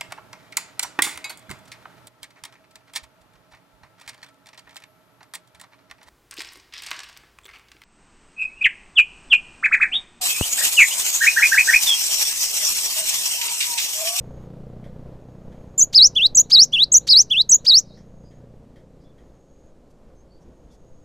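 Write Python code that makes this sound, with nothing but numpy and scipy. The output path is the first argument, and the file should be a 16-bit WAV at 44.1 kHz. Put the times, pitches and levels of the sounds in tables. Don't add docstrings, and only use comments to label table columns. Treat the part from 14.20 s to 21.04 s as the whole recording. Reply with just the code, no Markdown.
import sys
import numpy as np
from scipy import signal
from scipy.fft import rfft, irfft
from scipy.io import wavfile
from scipy.ndimage import uniform_filter1d, minimum_filter1d

SR = 44100
rng = np.random.default_rng(int(sys.argv[2]) if len(sys.argv) > 2 else 0)


def bounce(signal):
    frames = np.transpose(np.atleast_2d(signal))
    limited = np.clip(frames, -1, 1)
    pcm = np.round(limited * 32767).astype(np.int16)
    wavfile.write(sys.argv[1], SR, pcm)


N = 301644
T = np.arange(N) / SR

# glide (turning points: seconds after the onset, pitch in Hz), attack, swell and release times
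# in seconds, and the level in dB of the air noise as the syrinx (voice organ) opens, holds and closes.
OPENING = dict(glide=[(0, 6790), (.012, 7330), (.030, 6130), (.036, 5964), (.054, 7000), (.062, 6800),
           (.072, 5984)],
           attack_s=.004, swell_s=.05, release_s=0.023, open_air_db=-54.5, hold_air_db=-56.5, close_air_db=-45)
HIGH = dict(glide=[(-.002, 6334), (.006, 6585), (.016, 8100), (.021, 7600), (.026, 6394), (.031, 5920),
        (.041, 5855), (.060, 7160), (.075, 5950)],
        attack_s=.006, swell_s=.03, release_s=.013, open_air_db=-62, hold_air_db=-59, close_air_db=-42)
MIDDLE = dict(glide=[(0, 1377), (.009, 2007), (.023, 4650), (.038, 5190), (.064, 3830), (.078, 3700),
          (.098, 4270), (.136, 5820), (.160, 7198)],
          attack_s=0.037, swell_s=0.024, release_s=.03, open_air_db=-27.5, hold_air_db=-49, close_air_db=-42)
LOW = dict(glide=[(-.005, 2750), (.003, 2980), (.018, 3558), (.028, 3297), (.038, 2834), (.049, 2600),
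       (.080, 3470), (.114, 4103), (.124, 5637)],
       attack_s=0.021, swell_s=.015, release_s=0.012, open_air_db=-50.5, hold_air_db=-55, close_air_db=-38)


def from_db(db):
    return 10 ** (np.asarray(db) / 20)


def rms_one(x):
    return x / np.sqrt(np.mean(np.abs(x) ** 2) + 1e-20)


def curve(rows, t=T):
    seconds, *columns = np.transpose(rows)
    return [np.interp(t, seconds, column) for column in columns]


def at_hz(points, hz):
    f, db = np.transpose(points)
    return from_db(np.interp(np.log(np.maximum(hz, 1)), np.log(f), db))


def noise(spectrum):
    hz = np.arange(N // 2 + 1) * SR / N
    white = rfft(rng.standard_normal(N))
    return rms_one(irfft(white * at_hz(spectrum, hz), N))


def drift(rate_hz):
    hz = np.arange(N // 2 + 1) * SR / N
    white = rfft(rng.standard_normal(N))
    return rms_one(irfft(white / (1 + (hz / rate_hz) ** 2), N))


def resonate(x, modes):
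    out = 0
    for hz, width, db in modes:
        r = np.exp(-np.pi * width / SR)
        feedback = [1, -2 * r * np.cos(2 * np.pi * hz / SR), r * r]
        ringing = signal.lfilter([1, 0, -1], feedback, x + 1e-18)
        out = out + from_db(db) * (1 - r * r) / 2 * ringing
    return out


def gate(start, end, edge):
    return np.clip(np.minimum(T - start, end - T) / edge + .5, 0, 1)


def phase_of(hz):
    return 2 * np.pi * np.cumsum(hz) / SR


def engine(gain_db=1.0, uneven_db=1.5, puff_db=-10, ring_db=2.0, swing_s=0.0013, blur_db=-4.0):
    # time in seconds, firings per second.
    firing_rate = [(0, 30.45), (1.1, 30.8), (2.2, 30.7), (3.3, 30.2), (5.2, 29.9), (6.84, 29.5)]
    # time in seconds, level in dB before gain_db.
    engine_level = [(0, -41.5), (1.4, -46), (2.05, -44.5), (2.3, -48.5), (3.7, -50), (4.2, -51.5),
                    (4.7, -53), (5.6, -65.5), (6.84, -61.5)]
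    # frequency in Hz, width in Hz, relative level in dB.
    exhaust = [(62.3, 25, -6), (134.1, 58, 4.5), (231.3, 110, -4.5), (510, 43, 2.5)]
    rate = curve(firing_rate)[0]
    turns = np.cumsum(rate) / SR + .22
    firing = turns.astype(int)
    chance = rng.standard_normal((firing[-1] + 1, 2))
    late_s = .0003 * chance[firing, 0]
    strength = from_db(uneven_db * chance[firing, 1])
    since = (turns % 1 - .5) / rate - late_s
    swing = strength * since * np.exp(-(since / swing_s) ** 2 / 2)
    puff_level = strength * (since > -swing_s) * np.exp(-np.abs(since) / .007)
    puffs = puff_level * rng.standard_normal(N)
    putter = rms_one(swing) + from_db(ring_db) * rms_one(resonate(swing, exhaust))
    putter = signal.sosfilt(signal.butter(1, 95, "high", fs=SR, output="sos"), putter)
    hum = 0
    for k in range(4, 9):
        hum = hum + drift(1.5) * np.sin(2 * np.pi * (k * turns + rng.random())) / k
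    putter = rms_one(rms_one(putter) + from_db(blur_db) * rms_one(hum))
    gas = resonate(resonate(puffs, [(460.0, 440, 0)]), [(470, 183.3, 0)])
    putter += from_db(puff_db) * rms_one(gas)
    return from_db(curve(engine_level)[0] + gain_db) * putter


def ambience(traffic_db=3.5, swell_db=1.0, hiss_db=-77):
    # time in seconds, traffic level in dB before traffic_db and the random swell.
    traffic_level = [(0, -46), (1.5, -47.5), (4, -51.5), (6.84, -53)]
    # frequency in Hz, relative level in dB per Hz.
    traffic_colour = [(12, 9.5), (30, -3), (60, 4.5), (100, -9), (220, -6.5), (300, -7.5), (400, -10),
                      (530, -8), (750, -18), (1100, -24.5), (2000, -34.5), (4000, -41), (9000, -51.5)]
    hiss_colour = [(1000, -2.5), (4000, 3.5), (7000, 5), (9000, 0), (14000, -18.5)]
    level = from_db(curve(traffic_level)[0] + traffic_db + swell_db * drift(5.5))
    return level * noise(traffic_colour) + from_db(hiss_db) * noise(hiss_colour)


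def insect(hz=6580, width_hz=330, swell_db=9):
    # start in seconds, end in seconds, final level in dB.
    trills = [(-.4, 0.272, -72.5), (0.99, 1.592, -73.5), (3.602, 4.197, -72.5), (4.952, 5.513, -72.5),
              (6.2, 6.904, -72)]
    level = 0
    for start, end, db in trills:
        still_to_grow = np.clip((end - T) / (end - start), 0, 1)
        level = level + gate(start, end, .03) * from_db(db - swell_db * still_to_grow)
    band = [(hz, width_hz, 0)]
    return level * rms_one(resonate(resonate(rng.standard_normal(N), band), band))


def knocks(t60=0.27):
    # time in seconds, starting level in dB.
    hits = [(0.641, -55), (1.32, -61), (3.771, -62), (4.11, -63.5), (4.56, -59.5), (4.98, -64)]
    # frequency in Hz, width in Hz, relative level in dB.
    ringing_modes = [(1880, 330, 9), (3160, 300, 2.5), (4700, 1100, -23)]
    level = 0
    for start, db in hits:
        level = level + (T > start) * from_db(db - 60 * np.clip(T - start, 0, 1) / t60)
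    return level * rms_one(resonate(rng.standard_normal(N), ringing_modes))


def syllable(t, kind):
    # pitch in Hz, level in dB.
    throat = [(1400, -19), (2750, -14), (3300, -11.5), (3750, -6.5), (4300, -4), (5100, -6), (5900, -4),
              (6600, -4.5), (7300, -8), (8100, -9.5)]
    depth_db = 41
    pressure_db = 7
    open_air_s, open_air_width_s = .009, .006
    close_air_s, close_air_width_s = .014, .0074
    hz, = curve(kind["glide"], t)
    since, left = t - t[0], t[-1] - t
    closed_at_start = np.maximum(1 - since / kind["attack_s"], 0) ** 2
    closed_at_end = np.maximum(1 - left / kind["release_s"], 0) ** 2
    slack = np.maximum(1 - since / kind["swell_s"], 0)
    tone_db = -depth_db * (closed_at_start + closed_at_end) - pressure_db * slack
    tone = from_db(tone_db) * at_hz(throat, hz)
    opening = from_db(kind["open_air_db"]) * np.exp(-((since - open_air_s) / open_air_width_s) ** 2)
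    closing = from_db(kind["close_air_db"]) * np.exp(-((left - close_air_s) / close_air_width_s) ** 2)
    return hz, tone, opening + from_db(kind["hold_air_db"]) + closing


def gestures():
    # onset in seconds, kind of syllable, time stretch (ratio), pitch ratio,
    # gain in dB, change of the overtones in dB, change of the air noise in dB.
    song = [(1.577, OPENING, 1.053, 1.007, -2.5, 4.5, -2), (1.727, MIDDLE, 1, 1.027, -1.77, -1.5, -3.5),
            (1.953, LOW, 0.98, 1.0, -4, -4.5, 1.5), (2.1484, HIGH, 0.98, 1, -3.5, 6.5, -0.5),
            (2.298, MIDDLE, 1.001, 1.013, -2, -0.5, 0.5), (2.524, LOW, 1.007, 1.006, -4, -4.5, 1),
            (2.718, HIGH, 0.97, 1, -2.5, 5.5, 2), (2.869, MIDDLE, 1.027, 1.028, -3, 0.5, 3),
            (3.101, LOW, 1.002, 0.993, -5, -4, 0), (3.2915, HIGH, 1.037, 1.003, -3.3, 6.5, -8.5),
            (3.446, MIDDLE, 1.036, 1.009, -4, 0.5, -1.5)]
    pitch, tone, air, rich = np.full(N, 4000.), np.zeros(N), np.zeros(N), np.zeros(N)
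    for start, kind, stretch, ratio, gain_db, overtone_db, air_db in song:
        t = (T - start) / stretch
        first, last = kind["glide"][0][0], kind["glide"][-1][0]
        on = (t >= first) & (t <= last)
        hz, note, puffs = syllable(t[on], kind)
        pitch[t >= first - .01] = hz[0] * ratio
        pitch[t > last] = hz[-1] * ratio
        pitch[on] = hz * ratio
        tone[on] = note * from_db(gain_db)
        air[on] = puffs * from_db(gain_db + air_db)
        rich[on] = from_db(overtone_db)
    return uniform_filter1d(pitch, size=220), uniform_filter1d(tone, size=40), uniform_filter1d(air, size=60), rich


def hoarseness(spread=0.62):
    # start in seconds, end in seconds, centre in Hz, width in Hz, share of the power (0-1).
    hoarse_moments = [(1.592, 1.607, 6910, 1400, 0.9), (1.868, 1.893, 6300, 1400, 1),
                      (2.435, 2.455, 6200, 1713, 0.33), (2.903, 2.934, 4560, 942, .45),
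                      (3.013, 3.022, 6500, 1500, 0.5), (3.588, 3.605, 6400, 1670, 0.35)]
    share, rasp = np.zeros(N), np.zeros((2, N))
    side = rng.standard_normal(N) * np.array([[1], [-1]])
    white = rng.standard_normal(N) + spread * side
    for start, end, hz, width, part in hoarse_moments:
        near = slice(int((start - .02) * SR), int((end + .02) * SR))
        fade = np.sin(np.pi / 2 * gate(start, end, .004)[near]) ** 4
        amount = np.clip(part, 0, 1) * fade
        band = signal.butter(5, [hz - width / 2, hz + width / 2], "band", fs=SR, output="sos")
        rasp[:, near] += np.sqrt(amount / 2) * rms_one(signal.sosfilt(band, white[:, near]))
        share[near] += amount
    return rasp, np.clip(share, 0, 1)


def tit(wander=0.0022, flutter_db=0.28, jitter=0.0022, air_jitter=0.1, overtone_flicker_db=4.5,
        octave_db=5.0, throat_low_hz=2700):
    # multiple of the pitch, basic level in dB.
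    overtones = [(2, -43), (3, -45), (4, -51.5), (5, -58)]
    # frequency in Hz, gain in dB.
    beak = [(3000, 10), (6000, 3), (8000, 1.5), (10500, 2.5), (12000, -3), (13500, 4), (15000, -4)]
    # frequency in Hz, relative level in dB per Hz.
    air_colour = [(900, -15), (1600, -9.5), (3000, -9.5), (4500, 7), (6500, 3), (8000, -6.5), (9500, -12.5),
                  (13000, -18.5), (15000, -12.5)]
    pitch, tone, air, rich = gestures()
    turbulence = np.clip(air / (np.abs(tone) + 1e-4), 0, .25)
    shake = (jitter + air_jitter * turbulence) * drift(600)
    phase = phase_of(pitch * (1 + wander * drift(40) + shake))
    tone = np.abs(tone) * from_db(flutter_db * drift(70))
    rasp, share = hoarseness()
    voice = tone * (np.sqrt(1 - share) * np.sin(phase) + rasp)
    drive = rich * tone ** .6 * (1 + 6 * np.minimum(turbulence, .06))
    blur = .85 * (pitch / 6000) ** 2
    for k, db in overtones:
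        strength = from_db(db + overtone_flicker_db * drift(120)) * at_hz(beak, k * pitch)
        strength = strength * (k * pitch < SR / 2)
        voice += drive * strength * np.sin(round(k) * phase + blur * drift(330))
    below = (turbulence / turbulence.max()) ** 3 / (1 + (pitch / throat_low_hz) ** 8)
    voice += from_db(octave_db) * tone * np.sqrt(below) * np.sin(2 * phase)
    return np.sqrt(2) * voice + air * noise(air_colour)


def first_click():
    tick = (1.580, -12)
    start, db = tick
    click = np.zeros(N)
    click[int(start * SR)] = from_db(db)
    return signal.sosfilt(signal.butter(4, 6500, "high", fs=SR, output="sos"), click)


def yard(x, near_db=-22, near_t60=0.105, far_db=-54, far_t60=0.62, wall_db=-51, wall_s=.2):
    # delay in seconds, polarity (1 or -1), level in dB.
    near_echoes = [(.000918, 1, -20), (.001429, -1, -21), (.001621, -1, -19)]
    t = T[:SR]
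    scatter = from_db(near_db) * rms_one(from_db(-60 * t / near_t60) * (t > .002))
    tail = from_db(far_db) * rms_one(from_db(-60 * t / far_t60) * (t > .03))
    wall = from_db(wall_db) * rms_one(np.exp(-np.abs(t - wall_s) / .03))
    response = rng.standard_normal(SR) * np.sqrt((scatter ** 2 + tail ** 2 + wall ** 2) / SR)
    response[0] = 1
    for delay, polarity, db in near_echoes:
        response += polarity * from_db(db) * np.sinc((t - delay) * SR)
    return signal.fftconvolve(x, response[None], axes=1)[:, :N]


def far_birds(blur_hz=110):
    # start in seconds, length in seconds, start pitch in Hz, end pitch in Hz, level in dB.
    calls = [(4.047, .06, 4850, 4900, -67), (4.849, 0.068, 3430, 3473, -70), (5.969, .06, 6300, 6490, -68),
             (6.106, 0.076, 4480, 4620, -68), (6.497, .05, 3550, 3400, -73)]
    out = 0
    for start, length, start_hz, end_hz, db in calls:
        pitch = np.interp(T, [start, start + length], [start_hz, end_hz])
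        level = from_db(db) * gate(start, start + length, 0.048)
        out = out + level * np.exp(1j * phase_of(pitch))
    return out.real * drift(blur_hz) + out.imag * drift(blur_hz)


def rustle():
    # start in seconds, end in seconds, centre in Hz, width in Hz, level in dB.
    shifts = [(4.80, 4.86, 4900, 501, -73.5), (5.701, 5.72, 4500, 5000, -69), (6.207, 6.24, 5910, 904, -71),
              (6.51, 6.56, 5390, 1800, -67)]
    white = rng.standard_normal(N)
    out = 0
    for start, end, hz, width, db in shifts:
        out = out + from_db(db) * gate(start, end, .015) * rms_one(resonate(white, [(hz, width, 0)]))
    return out


def scene():
    background = engine() + ambience() + insect() + knocks()
    song = yard(tit() + first_click())
    return background + song + far_birds() + rustle()


def record(dry, cutoff_hz=14450):
    room = np.minimum(1, .92 / (np.abs(dry).max(axis=0) + 1e-9))
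    gain = uniform_filter1d(minimum_filter1d(room, size=129), size=129)
    return signal.sosfilt(signal.ellip(10, .2, 80, cutoff_hz, fs=SR, output="sos"), dry * gain)


dry = scene()
out = record(dry)
bounce(out)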